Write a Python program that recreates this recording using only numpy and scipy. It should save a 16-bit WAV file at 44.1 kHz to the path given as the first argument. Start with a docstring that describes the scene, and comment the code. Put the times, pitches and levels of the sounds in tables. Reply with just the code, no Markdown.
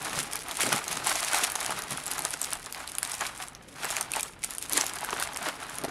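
"""Hands roll up a stiff paper-like sheet on a woven mat, heard close in a quiet room.
From the start, creases snap with a bright tick and bent panels pop; a fine crackle and the hollow rustle
of the roll follow each squeeze, busy up to 2.5 s. The work thins out and nearly pauses at 3.6 s, then
resumes, with the loudest snap near 4.8 s. Throughout, the shifting sheet flaps and drags on the mat,
and a nearby surface throws each snap back."""
import sys
import numpy as np
from scipy import signal
from scipy.io import wavfile
from scipy.ndimage import uniform_filter1d

SR = 44100
rng = np.random.default_rng(int(sys.argv[2]) if len(sys.argv) > 2 else 0)


def wav_record(signal):
    """Record a signal, one row per channel, as 16-bit PCM in the file named by sys.argv[1]."""
    frames = np.transpose(np.atleast_2d(signal))
    bounded = np.clip(frames, -1, 1)
    # unit amplitude maps onto the largest positive 16-bit level
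    quanta = np.round(bounded * 32767).astype(np.int16)
    wavfile.write(sys.argv[1], SR, quanta)


N = 260190

# Spectra of the layers. Each row: frequency in Hz, relative spectral density in dB.
ROOM_SPECTRUM = [(12, -29), (22, 1.5), (65, 4), (170, -7), (535, -13), (2660, -16.5), (7500, -40),
                 (9700, -49), (16000, -55)]
DRAG_SPECTRUM = [(40, -29), (80, -17.5), (135, -2.5), (210, -7), (260, -9.5), (400, -54)]
FLAP_SPECTRUM = [(120, -20), (200, -22.5), (259, 2.5), (355, -1), (600, -4), (780, -39), (1320, -120)]
RUSTLE_SPECTRUM = [(260, -14), (450, -8.5), (534, -18), (585, -4.5), (858, 1), (930, -1), (1490, -1.5),
                   (3080, -11), (5000, -17.5), (6500, -33), (11000, -120)]
CRACKLE_SPECTRUM = [(1180, -17), (2000, -1.5), (5300, -4.5), (9700, -3.5), (11200, -4.5), (13000, -19.5),
                    (16000, -27)]
TEAR_SPECTRUM = [(1500, -17), (3000, -9.5), (5000, -7.5), (7000, -3), (10000, -2.5), (12500, -8),
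                 (16000, -33)]
# Sheet between shifts. Each row: time in seconds, flap level in dB, drag level in dB.
SHEET_AT_REST = [(0.0, -50, -58.5), (2.0, -57, -59), (3.4, -59.5, -59.5), (5.9, -55, -56.5)]
# Whole sheet shifting. Each row: peak time in seconds, length in seconds, flap in dB, drag in dB.
SHEET_SHIFTS = [(0.046, .3, -50, -52), (0.163, .22, -45, -43), (0.652, .06, -45, -43),
                (0.68, 0.1, -37, -38), (0.744, 0.054, -34.5, -35), (0.952, 0.38, -49, -48.5),
                (1.428, 0.069, -41.5, -52), (1.74, 0.23, -49, -48), (1.926, 0.09, -44, -41),
                (2.124, 0.65, -53.5, -60), (3.216, 0.091, -53, -51), (3.826, 0.34, -51.5, -55),
                (4.18, 0.3, -56, -73), (4.396, 0.28, -73, -65), (4.768, 0.14, -39, -56),
                (5.164, 0.14, -46, -68), (5.425, .14, -59, -49), (5.479, 0.033, -36, -58),
                (5.842, 0.2, -41.5, -46)]
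# Roll held and turned. Each row: time in seconds, crackle level in dB, rustle level in dB.
ROLL_HELD = [(0.0, -40, -40.5), (0.44, -54, -49), (0.85, -44.5, -42.5), (1.25, -37, -36),
             (1.84, -47, -44.5), (2.3, -45, -45.5), (2.63, -59, -54), (2.75, -47, -47.5),
             (3.0, -47.5, -49.5), (3.37, -53, -47), (3.5, -72, -51), (3.71, -53.5, -59.5), (4.4, -76, -56),
             (4.65, -48, -50.5), (4.9, -43.5, -43), (5.13, -48, -38.5), (5.57, -48, -48), (5.9, -55, -45)]
# Fingers squeezing. Each row: peak time in seconds, length in seconds, crackle in dB, rustle in dB.
ROLL_SQUEEZES = [(0.053, 0.038, -29.5, -31.5), (0.176, 0.15, -31.5, -36), (0.355, 0.2, -40.5, -41.5),
                 (0.497, 0.15, -38, -38.5), (0.586, 0.07, -39, -39), (0.614, 0.14, -29.5, -31),
                 (0.67, 0.09, -31.5, -31), (0.735, 0.16, -28.5, -28), (0.921, 0.15, -33, -36.5),
                 (1.078, 0.11, -24.5, -28.5), (1.162, 0.17, -31.5, -36.5), (1.273, 0.083, -34, -42),
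                 (1.363, 0.17, -30.5, -32), (1.422, 0.07, -29, -33.5), (1.63, 0.36, -37.5, -38),
                 (1.71, 0.072, -37, -34.5), (1.786, 0.086, -38.5, -33.5), (1.926, 0.18, -38, -46),
                 (2.104, 0.3, -41.5, -38.5), (2.184, 0.042, -37, -38), (2.248, 0.05, -51, -36),
                 (2.332, .08, -36, -42), (2.44, 0.21, -37, -42.5), (2.533, .12, -42, -36.5),
                 (2.668, 0.072, -44, -41), (2.809, 0.072, -41.5, -41.5), (3.048, 0.13, -38, -39),
                 (3.104, 0.17, -37.5, -42), (3.214, 0.072, -34.5, -35.5), (3.254, 0.14, -38, -37),
                 (3.416, 0.14, -42.5, -43.5), (3.844, 0.2, -35, -32.5), (3.938, 0.13, -38, -41),
                 (3.983, 0.16, -38.5, -35.5), (4.166, 0.2, -36.5, -36), (4.444, 0.084, -39, -48),
                 (4.51, 0.083, -38.5, -47.5), (4.619, 0.033, -44, -52), (4.772, 0.14, -27.5, -32.5),
                 (4.8, 0.05, -32, -46), (5.15, .12, -49, -43), (5.206, 0.18, -39.5, -32.5),
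                 (5.463, 0.18, -36.5, -30), (5.626, 0.075, -46, -33.5), (5.746, 0.24, -43, -43),
                 (5.855, 0.051, -44, -38)]
# Panels buckling. Each row: start in seconds, peak in dB, pitch in Hz, length in milliseconds.
PANEL_POPS = [(0.0675, -25, 1010, 3.9), (0.1303, -22.5, 1740, 1.7), (0.1778, -19, 800, 1.1),
              (0.1874, -21.5, 1410, 2.3), (0.606, -13, 1600, 1.6), (0.6357, -18, 435, 4.7),
              (0.721, -18, 1490, 4.4), (0.727, -15.5, 890, 3.7), (0.7363, -21, 1250, 5.6),
              (0.972, -22.5, 1260, 3.3), (1.0695, -19.5, 824, 7.7), (1.0835, -25, 830, 3.6),
              (1.158, -24, 695, 5.5), (1.331, -22, 1510, 17), (1.3428, -17.5, 836, 8),
              (1.379, -24, 937, 2.3), (1.392, -18, 1480, 2.3), (1.4456, -26, 2530, 2.5),
              (1.5574, -20, 864, 4.2), (1.6945, -20.5, 780, 3.5), (1.7226, -17, 1120, 1.76),
              (1.981, -25.5, 1380, 1.5), (2.0871, -29, 860, 4.9), (2.1794, -26, 1130, 3.8),
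              (2.2501, -25, 880, 2.7), (2.338, -24.5, 1460, 5.9), (2.527, -18, 1130, 0.79),
              (2.7467, -25, 2200, 2.6), (2.9834, -29, 1500, 3.1), (3.0296, -22, 1620, 1.9),
              (3.2077, -21.5, 1840, 3.3), (3.2377, -27, 1190, 3.4), (3.252, -24, 2270, 4),
              (3.437, -30, 1170, 2.8), (3.8332, -27, 1400, 5.8), (3.8453, -23.5, 800, 7),
              (3.967, -16, 2400, 1.4), (4.005, -30, 1220, 1.1), (4.136, -21.5, 2580, 5.8),
              (4.1671, -20, 870, 5.4), (4.1956, -22, 2400, 4.9), (4.4367, -23.5, 2270, 2.7),
              (4.7788, -19, 1850, 3.8), (4.8371, -24, 800, 5.1), (5.0308, -24, 880, 4.6),
              (5.0454, -24.5, 1540, 5), (5.0888, -20, 1070, 2.5), (5.0954, -18.5, 1530, 2),
              (5.129, -16.5, 1140, 3.1), (5.1324, -23.5, 390, 5), (5.1648, -22, 1590, 1.8),
              (5.206, -25.5, 796, 2.5), (5.2245, -17, 1490, 2.5), (5.274, -23, 2100, 1.4),
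              (5.3617, -22.5, 2160, 1.5), (5.464, -21, 1280, 1.8), (5.485, -25, 1460, 10),
              (5.692, -29, 1560, 4), (5.8435, -18.5, 690, 2.9), (5.85, -22, 684, 5.3),
              (5.8825, -25, 355, 5.2)]
# Creases giving way. Each row: start in seconds, peak in dB, bright band in Hz, length in milliseconds.
CREASE_SNAPS = [(0.0482, -19, 9800, 0.51), (0.1571, -21, 5960, 0.71), (0.1898, -14, 6100, 0.8),
                (0.2285, -23.5, 9310, 4.4), (0.3176, -30, 9470, 2.4), (0.3328, -19, 9400, 2.4),
                (0.3566, -13, 10000, 0.36), (0.3657, -23, 3600, 1.8), (0.4845, -22, 9300, 0.68),
                (0.5113, -19, 3700, 1.9), (0.5694, -19, 9520, 3.2), (0.6067, -13, 10400, 1.9),
                (0.6093, -16, 10200, 3.2), (0.6558, -21, 9140, 1.8), (0.6906, -18, 6440, 1.2),
                (0.7265, -18, 5750, 6.4), (0.762, -15, 9600, 1.1), (0.88, -17, 6140, 1.9),
                (0.9275, -21, 6420, 2), (0.9553, -27, 5910, 1.6), (1.0456, -21, 7530, 1.0),
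                (1.07, -10.5, 7500, 1.1), (1.095, -11, 8970, 1.3), (1.0988, -19, 4330, 1.0),
                (1.1551, -15, 6310, 1.9), (1.2294, -17, 4640, 1), (1.2473, -14, 6770, 1.2),
                (1.3326, -13.5, 9700, 1.9), (1.3458, -12, 8500, 1.9), (1.373, -13, 8140, 1.3),
                (1.4478, -13, 3630, 0.56), (1.5197, -15, 10200, 0.64), (1.5546, -13, 9770, 0.63),
                (1.558, -14.5, 6450, 1.4), (1.629, -23, 8200, 1.5), (1.6627, -11.5, 9470, 0.58),
                (1.706, -18.5, 9750, 1.8), (1.7903, -17, 10700, 0.57), (1.8209, -17.5, 4870, 0.78),
                (1.9082, -17, 9900, 1.1), (1.9302, -20, 10500, 0.8), (1.9742, -18, 9630, 1.2),
                (2.0644, -17, 10400, 0.9), (2.069, -18, 10900, 0.84), (2.0793, -19, 7200, 1),
                (2.1136, -16, 11000, 0.99), (2.1163, -17, 10000, 1.8), (2.1225, -23, 10300, 1.1),
                (2.1356, -17, 9980, 0.91), (2.1802, -21, 6860, 3), (2.1923, -13, 10400, 0.45),
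                (2.221, -17, 8800, 1.1), (2.2383, -30, 9680, 0.83), (2.2507, -8.5, 9200, 1.2),
                (2.3064, -18.5, 10400, 1.7), (2.3134, -22, 8850, 0.99), (2.3339, -19, 9170, 1.3),
                (2.3382, -18, 6400, 1.3), (2.415, -13, 8100, 3), (2.445, -15, 6750, 0.83),
                (2.5054, -23, 10100, 1.1), (2.5323, -12, 10000, 1.5), (2.5537, -21, 9000, 1.1),
                (2.661, -20.5, 9300, 0.5), (2.725, -18, 11300, 1.1), (2.747, -23, 3740, 1.1),
                (2.802, -29, 6960, 1.1), (2.876, -19, 3730, 1.45), (2.918, -24, 10600, 1.2),
                (2.9513, -19.5, 9300, 1.6), (2.984, -9, 10100, 1.33), (3.03, -10.5, 9600, 1.2),
                (3.0748, -23, 9450, 1.4), (3.133, -23, 5600, 2.8), (3.2085, -18.5, 6700, 3.9),
                (3.2653, -19.5, 3930, 3.9), (3.3766, -25.5, 8600, 1.4), (3.4836, -24, 10100, 1.3),
                (3.5325, -38, 6200, 1.1), (3.5498, -27.5, 4430, 1.4), (3.628, -44, 8600, 1.2),
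                (3.8446, -21, 10700, 2.4), (3.8528, -19, 8150, 1.1), (3.9035, -17, 8140, 1.3),
                (3.9089, -18, 6840, 2.5), (3.9668, -12.5, 6660, 0.68), (4.01, -14, 9100, 2.2),
                (4.0276, -20.5, 5600, 0.99), (4.1176, -15.5, 9500, 1.35), (4.1353, -17, 9350, 2.4),
                (4.145, -23, 9720, 0.68), (4.1606, -17, 8650, 2.9), (4.195, -19, 9400, 3.1),
                (4.2083, -13, 9390, 0.73), (4.2296, -15.5, 8500, 4.2), (4.438, -16.5, 9600, 3.2),
                (4.4443, -16, 9500, 3.2), (4.5068, -19.5, 10200, 2.6), (4.536, -25.5, 8840, 1.7),
                (4.5495, -24, 10000, 1.8), (4.5828, -14.5, 8500, 1.1), (4.6255, -17.5, 10000, 1.2),
                (4.6149, -25, 10200, 0.68), (4.6956, -19, 10200, 2.1), (4.7244, -12, 10300, 1.1),
                (4.7328, -11, 9990, 1.1), (4.7394, -21, 9020, 1.8), (4.771, -13.5, 6630, 3.9),
                (4.7767, -5.5, 9300, 1), (4.8108, -10, 5700, 2.3), (4.8656, -14, 6740, 0.43),
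                (4.9357, -19, 7940, 1.3), (4.9582, -20.5, 9980, 1.0), (4.9852, -23, 4470, 3.6),
                (5.0084, -23, 10800, 0.93), (5.047, -20, 11300, 1.1), (5.1063, -19, 6240, 1.1),
                (5.14, -23, 10900, 0.78), (5.199, -13, 10000, 0.84), (5.2255, -14, 8850, 0.66),
                (5.2737, -23, 9400, 0.72), (5.3209, -35, 3390, 1.0), (5.3454, -23.5, 4200, 0.72),
                (5.3609, -22, 10800, 0.77), (5.3721, -12, 10800, 0.4), (5.4285, -20.5, 8200, 0.59),
                (5.4625, -33, 6000, 1.3), (5.4857, -19, 3450, 1.9), (5.63, -29, 9800, 4.3),
                (5.6969, -22, 10000, 0.44), (5.7546, -23, 9800, 1), (5.785, -14.5, 10900, 0.78),
                (5.838, -20.5, 11000, 0.96), (5.8484, -19, 11100, 0.46)]


def gain_of(db):
    """Decibels to amplitude factor."""
    return 10 ** (np.asarray(db) / 20)


def unit_rms(x):
    """Scale to rms 1."""
    return x / np.sqrt(np.mean(x ** 2) + 1e-20)


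def add(mix, start_s, sound):
    """Mix a sound in, in place."""
    part = mix[round(start_s * SR):][:len(sound)]
    part += sound[:len(part)]


def coloured(x, spectrum, size=4096):
    """Minimum-phase filter, so attacks stay sharp; output rms 1."""
    hz, db = np.transpose(spectrum)
    bins_hz = abs(np.fft.fftfreq(size, 1 / SR))
    log_gain = np.log(gain_of(np.interp(np.log(bins_hz + 1), np.log(hz + 1), db, -100, -100)))
    taps = np.fft.ifft(np.exp(np.conj(signal.hilbert(log_gain)))).real[:size // 2]
    return unit_rms(signal.oaconvolve(x, taps)[:len(x)])


def ring(x, hz, width_hz):
    """One resonance."""
    return signal.lfilter(*signal.iirpeak(min(hz, SR / 2.2), hz / width_hz, SR), x)


def burst(t, length_ms, rise, fall):
    """Envelope; rise and fall are time constants in shares of the length."""
    return (1 - np.exp(-t * 1000 / (rise * length_ms))) * np.exp(-t * 1000 / (fall * length_ms))


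def grains(per_s, spread_db, burst_s, clump_db, shapes=16):
    """Tiny noise bursts of unequal size, swelling in clumps; rms 1."""
    clumps = unit_rms(uniform_filter1d(uniform_filter1d(rng.standard_normal(N), 600), 600))
    impulses = gain_of(spread_db * np.minimum(rng.exponential(1, N), 3) + clump_db * clumps)
    impulses *= rng.random(N) < per_s / SR
    shape = rng.integers(0, shapes, N)
    out, t = np.zeros(N), np.arange(400) / SR
    for k in range(shapes):
        grain = unit_rms(rng.standard_normal(len(t)) * np.exp(-t / (burst_s * rng.uniform(0.39, 1.96))))
        out += signal.oaconvolve(impulses * (shape == k), grain)[:N]
    return unit_rms(out)


def layer_gain(baseline, moves, layer, rise_share=0.41, swell_db=15.5):
    """Baseline plus a swell per movement; layer picks the first (0) or second (1) dB column."""
    t = np.arange(0, N + 64, 64) / SR
    times_s, *baseline_db = np.transpose(baseline)
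    power = gain_of(2 * np.interp(t, times_s, baseline_db[layer]))
    for peak_s, length_s, *peak_db in moves:
        distance = np.maximum((peak_s - t) / rise_share, (t - peak_s) / (1 - rise_share)) / length_s
        power += gain_of(2 * (peak_db[layer] - swell_db * distance))
    return np.interp(np.arange(N) / SR, t, np.sqrt(power))


def room_tone(level_db=-57):
    """Low rumble and faint hiss."""
    return gain_of(level_db) * coloured(rng.standard_normal(N), ROOM_SPECTRUM, size=16384)


def with_reflections(x, echo_s=0.0072, echo_db=-25.5, tail_db=-12.5, t60_s=0.13, size=4096):
    """Echo off the nearest hard surface, and a soft room tail that varies as hands and sheet move."""
    out, t = x.copy(), np.arange(size) / SR
    add(out, echo_s, gain_of(echo_db) * x)
    fade = gain_of(-60 * t / t60_s) * (1 - np.exp(-t / 0.0024))
    window = np.sin(np.pi * np.arange(size) / size)  # even power at half overlap
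    for start in range(0, N - size // 2, size // 2):
        piece = x[start:start + size]
        tail = fade * rng.standard_normal(size)
        tail *= gain_of(tail_db) / np.linalg.norm(tail)
        add(out, start / SR, signal.fftconvolve(piece * window[:len(piece)], tail))
    return out


def mat_drag():
    """Roll and hands shift on the mat: a low rumble."""
    rumble = coloured(rng.standard_normal(N), DRAG_SPECTRUM, size=16384)
    return layer_gain(SHEET_AT_REST, SHEET_SHIFTS, layer=1) * rumble


def sheet_flap():
    """The whole sheet pushes air in soft low lumps."""
    lumps = grains(per_s=300, spread_db=2.5, burst_s=0.001, clump_db=3.0)
    lumps += 0.59 * rng.standard_normal(N)
    return layer_gain(SHEET_AT_REST, SHEET_SHIFTS, layer=0) * coloured(lumps, FLAP_SPECTRUM)


def roll_rustle():
    """Dull knocks sound through the hollow of the roll."""
    knocks = grains(per_s=1200, spread_db=3.5, burst_s=0.0011, clump_db=2.83)
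    knocks += 0.43 * rng.standard_normal(N)
    return layer_gain(ROLL_HELD, ROLL_SQUEEZES, layer=1) * coloured(knocks, RUSTLE_SPECTRUM)


def fibre_crackle(crossover_db=-33.5):
    """Fibres and small creases tick; a harder squeeze crowds the ticks into a finer scrunch."""
    effort = layer_gain(ROLL_HELD, ROLL_SQUEEZES, layer=0)
    dense_share = effort / (effort + gain_of(crossover_db))
    sparse = grains(per_s=800, spread_db=5.0, burst_s=0.00099, clump_db=5.0)
    sparse += 0.36 * rng.standard_normal(N)  # hiss of sliding on the weave
    dense = grains(per_s=4000, spread_db=4.0, burst_s=0.00096, clump_db=2.5)
    ticks = np.sqrt(1 - dense_share) * sparse + 0.89 * np.sqrt(dense_share) * dense
    return effort * coloured(ticks, CRACKLE_SPECTRUM)


def panel_pops():
    """A panel flips over: a few swings at its pitch, roughened by the fibres."""
    out, t = np.zeros(N), np.arange(1500) / SR
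    for start_s, peak_db, hz, length_ms in PANEL_POPS:
        noise = rng.standard_normal(len(t))
        swing = np.sin(2 * np.pi * hz * t + 2 * noise[0])
        roughness = unit_rms(ring(ring(noise, 1.41 * hz, width_hz=2500), hz, width_hz=4000))
        pop = (swing + 0.45 * roughness) * burst(t, length_ms, rise=0.13, fall=0.46)
        add(out, start_s, gain_of(peak_db) * pop / abs(pop).max())
    return out


def small_snap_rows(count=110, over_crackle_db=21, ceiling_db=-19):
    """Lesser creases give way at random times, mostly bright and short; rows as in CREASE_SNAPS."""
    when, weakness, dullness, slowness = rng.random((count, 4)).T
    effort = layer_gain(ROLL_HELD, ROLL_SQUEEZES, layer=0)
    crackle_db = 20 * np.log10(effort[(when * N).astype(int)])
    peak_db = np.minimum(crackle_db + over_crackle_db - 9.7 * weakness, ceiling_db)
    band_hz = 10800 - 7000 * dullness ** 2
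    length_ms = 0.89 + 3.3 * slowness ** 2
    return list(zip(when * N / SR, peak_db, band_hz, length_ms))


def crease_snaps(knock_db=-10):
    """A crease tears along: a broad burst, one brighter band and a knock through the hollow roll."""
    out, t = np.zeros(N), np.arange(500) / SR
    for start_s, peak_db, band_hz, length_ms in CREASE_SNAPS + small_snap_rows():
        noise = rng.standard_normal(len(t))
        tear = coloured(noise * burst(t, length_ms, rise=0.63, fall=0.39), TEAR_SPECTRUM, size=512)
        band = unit_rms(ring(tear, band_hz, width_hz=1100))
        knock = coloured(noise * burst(t, length_ms, rise=0.3, fall=0.76), RUSTLE_SPECTRUM, size=1024)
        snap = 1.16 * tear + band + gain_of(knock_db) * knock
        add(out, start_s, gain_of(peak_db) * snap / abs(snap).max())
    return out


def scene():
    """The sheet in its room, mono."""
    sheet = fibre_crackle() + roll_rustle() + sheet_flap() + crease_snaps() + panel_pops()
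    return (with_reflections(sheet) + mat_drag() + room_tone())[None]


def record(dry):
    """Steep low-pass."""
    cutoff_hz = 15850
    taps = signal.firwin(511, cutoff_hz, window=("kaiser", 9), fs=SR)
    return signal.oaconvolve(dry, taps[None], "same")


dry = scene()
out = record(dry)
wav_record(out)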